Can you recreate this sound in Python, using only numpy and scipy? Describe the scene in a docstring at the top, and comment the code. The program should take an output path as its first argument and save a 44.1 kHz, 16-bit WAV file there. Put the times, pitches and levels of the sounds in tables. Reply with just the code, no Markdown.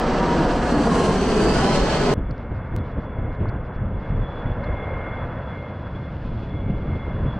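"""A twin-jet airliner passes low over a sea wall in a light breeze: airframe rumble, jet roar,
fan hiss and gliding engine tones, spreading in stereo as it moves off to the left.
At 2.14 s a hard cut with a pop opens onto the shore. Gusts buffet the microphone, water ticks
on the rocks, and distant jets rumble and whine, fading in and out in the moving air.
The whine peaks near 5 s; towards the end the hiss of the water comes up a little."""
import sys
import numpy as np
from scipy import signal
from scipy.fft import rfft, irfft, next_fast_len
from scipy.io import wavfile
from scipy.ndimage import uniform_filter1d, map_coordinates

SR = 44100
rng = np.random.default_rng(int(sys.argv[2]) if len(sys.argv) > 2 else 0)


def persist_wave(psi):
    """Save psi, clipped to +-1, as 16-bit WAV."""
    counts = np.round(np.clip(psi, -1, 1) * 32767).astype(np.int16)
    wavfile.write(sys.argv[1], SR, np.atleast_2d(counts).T)


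N = 325899
TIME = np.arange(N) / SR
CUT_S = 2.140

# level rides of the pass: (time [s], airframe rumble [dB], jet roar [dB], fan hiss [dB], hiss top [dB])
PASS_LEVELS = [(0.0, -28.5, -25, -39, -70), (0.35, -22.5, -25, -38, -61.5), (0.65, -26, -25, -39.5, -54.5),
               (0.9, -24, -25, -38, -50), (1.0, -22, -24.5, -36.5, -44.5), (1.2, -24, -26.5, -36.5, -50.5),
               (1.45, -21.5, -25, -35.5, -45.5), (1.9, -27, -26, -33, -52.5), (2.12, -23, -26, -36, -54)]
# colour of the fan hiss overhead: (frequency [Hz], relative level [dB])
FAN_COLOUR = [(2000, 5), (2300, 0.5), (2600, 1.5), (3100, 1), (3600, -4.5), (4450, -0.7), (5400, -6),
              (5900, -3.5), (7000, -8.5), (7800, -3), (8500, -9.5), (9300, -9.5), (10700, -20),
              (12600, -38)]
# stereo width overhead and on the shore: (frequency [Hz], side minus mid [dB])
NEAR_WIDTH = [(60, -25), (130, -29.5), (330, -20), (600, -16), (1100, -13), (1840, -16.5), (2700, -11),
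              (3400, -4), (5780, -4.5), (10200, -4)]
SHORE_WIDTH = [(60, -95), (110, -88.5), (190, -78.5), (330, -51), (590, -41), (1040, -28.5), (1840, -34.5),
               (3270, -20), (5780, -4.5), (10200, -4)]
# water ticking on the rocks: (time [s], peak [dB], pitch [Hz], half-length [s])
WATER_TICKS = [(2.311, -46, 4500, .003), (2.381, -41, 2100, .0006), (2.381, -47, 4200, .0005),
               (2.775, -50, 4400, .0006), (2.786, -47, 4200, .0008), (3.404, -41, 2600, .0007),
               (3.457, -22, 1000, .001), (3.491, -52, 4400, .007), (4.644, -53, 4300, .008),
               (6.168, -43, 3600, .0004), (6.496, -49, 4000, .0006)]


def from_db(db):
    """Decibels to gain."""
    return 10 ** (np.asarray(db) / 20)


def rms_one(x):
    """Scale to unit power."""
    return x / np.sqrt(np.mean(x ** 2) + 1e-20)


def in_time(rows):
    """One automation curve for each column after the time."""
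    s, *columns = np.transpose(rows)
    return [np.interp(TIME, s, c) for c in columns]


def at_hz(points, hz):
    """Read a spectrum on a log-frequency axis."""
    at, values = np.transpose(points)
    return np.interp(np.log(hz), np.log(at), values)


def drift(rate):
    """Smooth random modulation of spread 1 that changes about rate times a second."""
    pole = np.exp(-40 * np.pi * rate / SR)
    slow = signal.lfilter([1], [1, -2 * pole, pole * pole], rng.standard_normal(N // 20 + 2002))[2000:]
    return np.interp(np.arange(N) / 20, np.arange(len(slow)), rms_one(slow))


def turbulence(spectrum, width, band):
    """Stereo noise of a given colour, falling steeply past its ends, with unit mid power inside band."""
    size = next_fast_len(N)
    hz = np.maximum(np.fft.rfftfreq(size, 1 / SR), 1)
    skirts = np.minimum(1, np.minimum(hz / spectrum[0][0], spectrum[-1][0] / hz)) ** 6
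    gain = from_db(at_hz(spectrum, hz)) * skirts
    gain /= np.sqrt(np.mean(gain ** 2 * (hz > band[0]) * (hz < band[1])))
    mid, side = rfft(rng.standard_normal((2, size))) * gain
    side *= from_db(at_hz(width, hz))
    return irfft([mid + side, mid - side], size)[:, :N]


def split(x, hz):
    """The parts below and above a crossover."""
    sides = [signal.butter(2, hz, kind, fs=SR, output="sos") for kind in ("low", "high")]
    return [signal.sosfilt(np.vstack([sos, sos]), x) for sos in sides]


def steady(x, size):
    """Level out a sound's own swells over size samples, so that its envelope sets the dynamics."""
    power = np.mean(x ** 2, axis=0)
    return x * np.sqrt(power.mean() / (uniform_filter1d(power, size) + 1e-12))


def surges(rows, rise_s, fall_s, floor_db):
    """Envelope of (start, length, level) surges that rise, hold and die away, summed over a floor."""
    power = from_db(floor_db) ** 2
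    for start, length, db in rows:
        attack = np.clip((TIME - start) / rise_s, 0, 1)
        release = np.exp(-np.clip((TIME - start - length) / fall_s, 0, 20))
        power = power + (from_db(db) * attack * release) ** 2
    return np.sqrt(power)


def air_fading(x, crossovers_hz, fade_db, fades_per_s=16):
    """Turbulent air on the way lets each band swell and sink on its own."""
    bands = []
    for hz in crossovers_hz:
        low, x = split(x, hz)
        bands = [sum(split(band, hz)) for band in bands] + [low]   # keeps the bands in phase
    return sum(band * from_db(fade_db * drift(fades_per_s)) for band in bands + [x])


def blade_tone(hz, width_hz, rough):
    """A blade tone of unit power; air turbulence scatters the share rough of it into a narrow band."""
    scatter = (drift(width_hz) + 1j * drift(width_hz)) / np.sqrt(2)
    carrier = np.exp(2j * np.pi * np.cumsum(hz) / SR)
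    return np.sqrt(2) * np.real((np.sqrt(1 - rough) + np.sqrt(rough) * scatter) * carrier)


def water():
    """A faint high hiss swells and sinks; a soft splash surrounds each high tick."""
    # bed of water hiss: (time [s], level [dB])
    bed = [(2.2, -81), (3.0, -81), (3.85, -84), (4.3, -73), (5.0, -73), (5.6, -70.5), (6.3, -68.5),
           (6.68, -73), (6.95, -69.5), (7.25, -72), (7.39, -68.5)]
    # brief, faint swells of high hiss: (start [s], length [s], level [dB])
    hiss_swells = [(2.33, .1, -73), (2.53, .05, -73), (2.63, .05, -74), (2.83, .09, -71), (2.99, .06, -71),
                   (3.31, .04, -71), (3.63, .04, -73), (3.72, .04, -73), (3.98, .12, -71), (4.26, .14, -73),
                   (6.2, .09, -69), (6.36, .1, -69)]
    # colour of the hiss: (frequency [Hz], relative level [dB])
    colour = [(2500, 18), (3600, 10), (4300, 8.5), (5200, 1.5), (6500, -8.5), (8000, -16.5), (10000, -23),
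              (12000, -28)]
    splash_gain_db, splash_decay_s = -42, .012
    bed_db, = in_time(bed)
    hiss = surges(hiss_swells, rise_s=.02, fall_s=.015, floor_db=bed_db) * from_db(1.1 * drift(25))
    splash = sum(from_db(db + splash_gain_db) * np.exp(-np.abs(TIME - s) / splash_decay_s)
                 for s, db, hz, _ in WATER_TICKS if hz > colour[0][0])
    return (hiss + splash) * turbulence(colour, SHORE_WIDTH, (3700, 9000))


def ticks_and_pops(pitch_scatter=.12, pop_hz=500):
    """Brief ticks like drops of water, and pops where the pressure jumps and sinks back."""
    # sharp pops: (time [s], pressure step [dB])
    pops = [(2.1395, -21), (2.764, -21)]
    out = np.zeros(N)
    age = np.arange(-1000, 1000) / SR
    smoothing = signal.butter(1, 900, fs=SR, output="sos")
    for s, db, hz, half_length in WATER_TICKS:
        wobble = rms_one(signal.sosfilt(smoothing, rng.standard_normal(len(age))))
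        phase = 2 * np.pi * np.cumsum(hz * (1 + pitch_scatter * wobble)) / SR
        tick = from_db(db) * np.exp(-(age / half_length) ** 2) * np.sin(phase)
        out += np.interp(TIME - s, age, tick, 0, 0)
    for s, db in pops:
        out += from_db(db) * (TIME >= s) * np.exp(-2 * np.pi * pop_hz * np.clip(TIME - s, 0, .02))
    return out


def breeze():
    """Light air pushes on the microphone: a low bed with a few soft puffs."""
    # colour of the breeze: (frequency [Hz], relative level [dB])
    colour = [(16, -6), (25, -10), (42, -6), (70, -9.5), (110, -26.5), (200, -18)]
    # its stereo width: (frequency [Hz], side minus mid [dB])
    width = [(30, -48), (150, -37)]
    # soft puffs: (start [s], length [s], level [dB])
    puffs = [(.42, 0.24, -30), (1.43, .2, -27), (1.74, 0.1, -22.5)]
    air = steady(turbulence(colour, width, (20, 110)), size=3500)
    return air * surges(puffs, rise_s=.014, fall_s=.016, floor_db=-28)


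def shore_gusts(rise_s=.014, fall_s=.016, flutter_floor_db=-39):
    """Eddies buffet the microphone; strong gusts break up into a lumpy, higher flutter."""
    # gusts: (start [s], length [s], deep buffet [dB], flutter [dB])
    gusts = [(2.168, 0.061, -22.5, -38), (2.251, 0.081, -25.5, -43.5), (2.488, 0.11, -28, -57),
             (2.703, 0.13, -28, -40), (2.934, 0.049, -24.5, -42), (3.175, 0.14, -26.5, -36),
             (3.374, 0.12, -23, -32.5), (3.523, 0.096, -29.5, -42), (3.75, 0.24, -27, -39),
             (4.089, 0.14, -20.5, -34.5), (4.444, 0.088, -24.5, -40), (4.558, 0.059, -29.5, -36.5),
             (4.654, 0.088, -24, -39), (4.908, 0.082, -28, -45), (5.204, 0.062, -30, -57),
             (5.92, 0.041, -31, -39), (6.23, 0.13, -28, -38.5), (6.516, 0.35, -32, -35),
             (6.653, 0.12, -25, -37), (6.845, 0.12, -26, -33.5), (7.059, 0.13, -29.5, -32.5),
             (7.194, 0.095, -22.5, -35)]
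    # buffeting between gusts, at one point almost calm: (time [s], level [dB])
    lull = [(2.2, -33.5), (5.3, -34), (5.5, -44), (6.05, -41), (6.3, -34.5), (7.39, -32.5)]
    # colours of the two wind layers: (frequency [Hz], relative level [dB])
    buffet_colour = [(16, -9.5), (25, 3.5), (45, 2.5), (75, 1), (115, 0.5), (170, -14), (300, -35.5)]
    flutter_colour = [(80, -14.5), (140, 0), (220, -1), (330, -7.5), (600, -16), (1200, -43), (3000, -49)]
    start, length, buffet_db, flutter_db = np.transpose(gusts)
    lull_db, = in_time(lull)
    swing_db = .4 * drift(7.5)
    buffet = steady(turbulence(buffet_colour, SHORE_WIDTH, (20, 140)), size=2600)
    buffet *= surges(zip(start, length, buffet_db), rise_s, fall_s, lull_db + swing_db)
    flutter = steady(turbulence(flutter_colour, SHORE_WIDTH, (150, 400)), size=2000)
    flutter *= from_db(1.2 * drift(35))
    flutter *= surges(zip(start, length, flutter_db), rise_s, fall_s, flutter_floor_db + swing_db)
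    return buffet + flutter


def wind_knocks():
    """Single eddies hit the microphone: each a short, dull thump."""
    # eddy hits: (centre [s], length [s], level [dB])
    hits = [(2.186, .032, -23), (2.298, .034, -27), (2.52, .028, -28), (2.743, .028, -24.5),
            (2.783, .026, -26.5), (2.808, .026, -24.5), (2.98, .046, -24), (3.198, .034, -26),
            (3.248, .032, -26.5), (3.422, .044, -20), (3.562, .026, -25), (4.465, .026, -24.5),
            (4.495, .036, -25), (6.701, .032, -19), (7.205, .03, -26.5), (7.262, .034, -23.5),
            (7.372, .03, -26)]
    # colour of a thump: (frequency [Hz], relative level [dB])
    colour = [(70, 5), (130, 6.5), (220, 3), (350, -5.5), (600, -18.5), (1200, -29.5), (3000, -42.5)]
    out, eddies = np.zeros((2, N)), turbulence(colour, SHORE_WIDTH, (90, 1000))
    for s, length, db in hits:
        during = np.abs(TIME - s) < length / 2
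        bell = np.cos(np.pi * (TIME[during] - s) / length)
        out[:, during] += from_db(db) * rms_one(eddies[:, during] * bell) / np.sqrt(2)
    return out


def distant_jets():
    """Far jet roar, stripped of its treble by the air and flickering in it."""
    # level rides of the far jets: (time [s], rumble [dB], roar [dB], hiss [dB])
    levels = [(2.2, -43.5, -40, -61), (3.1, -36, -37.5, -61), (3.5, -40.5, -37, -59),
              (3.85, -32, -38.5, -60), (4.4, -39.5, -34, -55.5), (5.05, -35, -32.5, -54),
              (5.35, -32.5, -34.5, -57), (5.6, -34.5, -37.5, -55.5), (6.1, -31.5, -40, -62.5),
              (6.65, -33.5, -40.5, -58), (7.39, -34, -35, -55)]
    # their colour: (frequency [Hz], relative level [dB])
    colour = [(60, 5.5), (110, 7), (230, -3.5), (380, -6.5), (500, 0), (820, -9.5), (1000, -7.5),
              (1130, -11), (1570, -10), (1850, -13), (2170, -14), (2400, -20.5), (2700, -18.5),
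              (3700, -42.5)]
    # edges of the bands that fade separately: (crossover [Hz])
    crossovers = [750, 1200]
    rumble_db, roar_db, hiss_db = in_time(levels)
    rumble, rest = split(turbulence(colour, SHORE_WIDTH, (480, 1800)), 300)
    roar, hiss = split(rest, 2220)
    roar = from_db(roar_db) * air_fading(rms_one(roar), crossovers, fade_db=1.14)
    hiss = from_db(hiss_db + .5 * drift(12)) * rms_one(hiss)
    return from_db(rumble_db) * steady(rms_one(rumble), size=5000) + roar + hiss


def distant_fans(start_hz=2135, sag_hz_per_s=3.6, detune_hz=143):
    """Two engine fans whine at slightly different speeds, sagging slowly in pitch."""
    # moving air carries the whine over in swells: (start [s], length [s], level [dB])
    swells = [(2.36, 0.52, -58.5), (3.14, 0.36, -55.5), (3.96, 0.14, -54), (4.57, 0.23, -47),
              (4.76, 0.42, -44.5), (5.49, 0.17, -48), (5.94, 0.13, -57), (6.48, 0.47, -55),
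              (6.87, 0.24, -49)]
    hz = start_hz - sag_hz_per_s * (TIME - CUT_S)
    carried = surges(swells, rise_s=.05, fall_s=.06, floor_db=-62)
    core = blade_tone(hz, width_hz=23, rough=.023)
    halo = from_db(-7.5) * blade_tone(hz, width_hz=120, rough=1)
    second_fan = from_db(-37) * blade_tone(hz + detune_hz, width_hz=8.6, rough=.93)
    return carried * (core + halo) + np.sqrt(carried) * second_fan


def distant_whistle(waver_hz=13):
    """A thin, fluttering jet whistle in the centre, with a faint, rougher spread at the sides."""
    # path of the whistle: (time [s], level [dB], pitch [Hz])
    path = [(2.2, -66, 3405), (2.5, -72, 3407), (2.82, -63.5, 3409), (3.5, -67.5, 3396),
            (3.93, -66.5, 3385), (4.05, -60.5, 3398), (4.17, -60.5, 3402), (4.39, -52.5, 3412),
            (4.58, -60, 3403), (4.83, -53.5, 3396), (4.97, -62, 3395), (5.16, -55, 3398), (5.4, -60, 3402),
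            (5.56, -57.5, 3400), (5.77, -63, 3394), (5.94, -55.5, 3399), (6.1, -63, 3395),
            (6.33, -65, 3395), (6.51, -55, 3397), (6.7, -62, 3385), (7.05, -57, 3397), (7.2, -58.5, 3392),
            (7.3, -54, 3387), (7.39, -56, 3388)]
    db, hz = in_time(path)
    mid = blade_tone(hz + waver_hz * drift(25), width_hz=34, rough=.49)
    side = from_db(-16) * blade_tone(hz, width_hz=40, rough=.9)
    return from_db(db + drift(18)) * (mid + side * [[1], [-1]])


def microphone_ports(x):
    """Sound from above widens and comes to reach the left port first; each port colours it its own way."""
    # the aircraft moving off to the left: (time [s], left lead [s], side gain [dB])
    bearing = [(0, 0, -5.5), (1.0, 0, -1.5), (1.6, 2.8e-5, 3.5)]
    # tilt between the ports: (frequency [Hz], left minus right [dB])
    balance = [(190, -0.5), (450, 0.5), (1000, -0.5), (1900, -1.5), (3300, -2), (5800, -0.5), (9000, 1)]
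    lead_s, side_db = in_time(bearing)
    mid, side = (x[0] + x[1]) / 2, from_db(side_db) * (x[0] - x[1]) / 2
    size = next_fast_len(N)
    hz = np.maximum(np.fft.rfftfreq(size, 1 / SR), 1)
    lean = from_db(at_hz(balance, hz) / 2)
    left, right = irfft(rfft([mid + side, mid - side], size) * [lean, 1 / lean], size)[:, :N]
    return np.array([left, map_coordinates(right, [(TIME - lead_s) * SR], order=3)])


def shore_echoes(x, wall_s=.0037, wall_db=-12, rock_db=-17, growth_per_s=.11):
    """Wall and rocks return dull copies; delays grow as the aircraft moves, flanging the roar downward."""
    dull, _ = split(x, 2200)
    rocks = [(s, from_db(rock_db) * drift(1)) for s in rng.uniform(.002, .009, size=6)]
    for delay_s, gain in [(wall_s, from_db(wall_db))] + rocks:
        delayed = TIME - delay_s * (1 + growth_per_s * TIME)
        x = x + gain * np.array([np.interp(delayed, TIME, channel) for channel in dull])
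    return x


def turbine_sheen(count=26, sheen_db=-8, rise_per_s=.05):
    """Many faint, rising engine tones drift in and out through the turbulent wake."""
    _, _, hiss_db, _ = in_time(PASS_LEVELS)
    size = round(CUT_S * SR) + 100
    t, out = TIME[:size], np.zeros((2, N))
    flutter_band = signal.butter(2, [8, 70], "band", fs=SR / 20, output="sos")
    for hz in np.geomspace(2500, 7300, count) * rng.uniform(.86, 1.03, count):
        pitch = hz * (1 + rise_per_s * rng.uniform(0, 2) * (t - t.mean()))
        phase = 2 * np.pi * np.cumsum(pitch) / SR
        flutter = np.interp(t, t[::20], signal.sosfilt(flutter_band, rng.standard_normal(len(t[::20]))))
        fade_db = 4 * rng.standard_normal(12).clip(-2, 1.2)
        fade = from_db(np.interp(t, np.linspace(0, CUT_S, 12), fade_db))
        arrival = rng.normal(0, .4, (2, 1))   # each tone meets the two ports at its own phase
        out[:, :size] += from_db(at_hz(FAN_COLOUR, hz)) * fade * flutter * np.sin(phase + arrival)
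    return from_db(hiss_db + sheen_db) * out / np.sqrt(np.mean(out[:, :size] ** 2))


def engine_tone(start, length, hz, glide, db, rough, width_hz):
    """A narrow band of engine sound beams past, swelling and gliding, as wide in stereo as the roar."""
    progress = np.clip((TIME - start) / length, 0, 1)
    pitch = hz * 2 ** (glide * length * (progress - .5))
    swell = from_db(db) * np.sqrt(np.abs(np.sin(np.pi * progress)))
    side = from_db(at_hz(NEAR_WIDTH, pitch[0])) * blade_tone(pitch, width_hz, rough)
    mid = blade_tone(pitch, width_hz, rough)
    return swell * steady(mid + side * [[1], [-1]], size=3000)


def engine_glides():
    """The passing engines throw out low flares, mostly falling, and turbine whine, mostly rising."""
    # flares: (start [s], length [s], pitch [Hz], glide [octaves/s], level [dB], roughness [0-1])
    flares = [(0.0, 0.48, 161.6, -0.1, -27, .6), (0.17, 0.29, 950, -0.21, -28, .1),
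              (.17, 0.13, 1180, -.1, -32.5, .2), (0.34, 0.11, 175, 0.1, -24.5, .6),
              (.36, 0.07, 330, -0.216, -23.5, .7), (0.618, 0.52, 228, -0.3, -26.5, .6),
              (0.708, .14, 291.7, -0.17, -22, .5), (0.85, 0.32, 1072, -0.14, -29.5, .2),
              (1.24, .12, 225, -.3, -25, .6), (1.29, 0.27, 428, 0.15, -24.3, .6),
              (1.365, 0.18, 326, -0.21, -25, .8), (1.52, .16, 1465, 0.1, -33, .6),
              (1.55, .24, 225, -.2, -25.5, .6), (1.59, .12, 780, -.1, -30, 1),
              (1.6, .28, 575, -.9, -30, .6), (1.62, .2, 996, -0.08, -31.5, .15),
              (1.99, .18, 398, -0.4, -25.5, .6)]
    # strands of whine: (start [s], length [s], pitch [Hz], glide [octaves/s], level [dB])
    strands = [(.63, .28, 4400, 0.45, -46.5), (.92, .17, 2960, -0.2, -44), (.95, .25, 4230, 0.45, -47.5),
               (1.11, .22, 5900, 0.45, -49), (1.15, .3, 4530, .2, -44.5), (1.22, .3, 2900, 0.33, -48),
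               (1.36, .27, 4720, .25, -41), (1.3, .12, 2520, .1, -43), (1.44, 0.16, 2620, 0.1, -42.5),
               (1.5, .25, 3100, 0.05, -44.5), (1.45, .2, 4950, .3, -47), (1.6, .22, 5200, 0.34, -44.5),
               (1.62, 0.24, 4210, .25, -42.5), (1.82, 0.31, 4500, .3, -44)]
    low = sum(engine_tone(*row, width_hz=25) for row in flares)
    return low + sum(engine_tone(*row, rough=.95, width_hz=100) for row in strands)


def airliner():
    """Roar of airframe and jets, and fan hiss whose top opens as less air lies in between."""
    # colour of the roar: (frequency [Hz], relative level [dB])
    colour = [(65, -33), (110, 1.5), (161, 1.5), (227, 1), (388, -0.5), (429, -3.5), (575, -7),
              (760, -10.5), (875, -12), (956, -13), (1160, -17), (1690, -20.5), (2300, -42), (2990, -45),
              (5060, -120)]
    # edges of the bands that fade separately: (crossover [Hz])
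    crossovers = [330, 650, 1200]
    rumble_db, roar_db, hiss_db, top_db = in_time(PASS_LEVELS)
    rumble, roar = split(turbulence(colour, NEAR_WIDTH, (140, 1900)), 547)
    hiss, top = split(turbulence(FAN_COLOUR, NEAR_WIDTH, (2000, 11000)), 6420)
    low = from_db(rumble_db) * steady(rms_one(rumble), size=4000) + from_db(roar_db) * rms_one(roar)
    high = from_db(hiss_db) * rms_one(hiss) + from_db(top_db) * rms_one(top)
    return air_fading(low, crossovers, fade_db=.8) + high * from_db(1.3 * drift(21))


def scene():
    """The pass overhead cuts to the open shore in a 1 ms crossfade."""
    overhead = np.clip((CUT_S - TIME) * 1000, 0, 1)
    near = microphone_ports(engine_glides() + shore_echoes(airliner()) + turbine_sheen())
    shore = distant_jets() + distant_fans() + distant_whistle() + water()
    near += breeze()
    shore += shore_gusts() + wind_knocks()
    return overhead * near + (1 - overhead) * shore + ticks_and_pops()


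def record(dry):
    """A steep low-pass takes off the top above 15.8 kHz."""
    return signal.sosfilt(signal.ellip(10, .1, 80, 15800, fs=SR, output="sos"), dry)


dry = scene()
out = record(dry)
persist_wave(out)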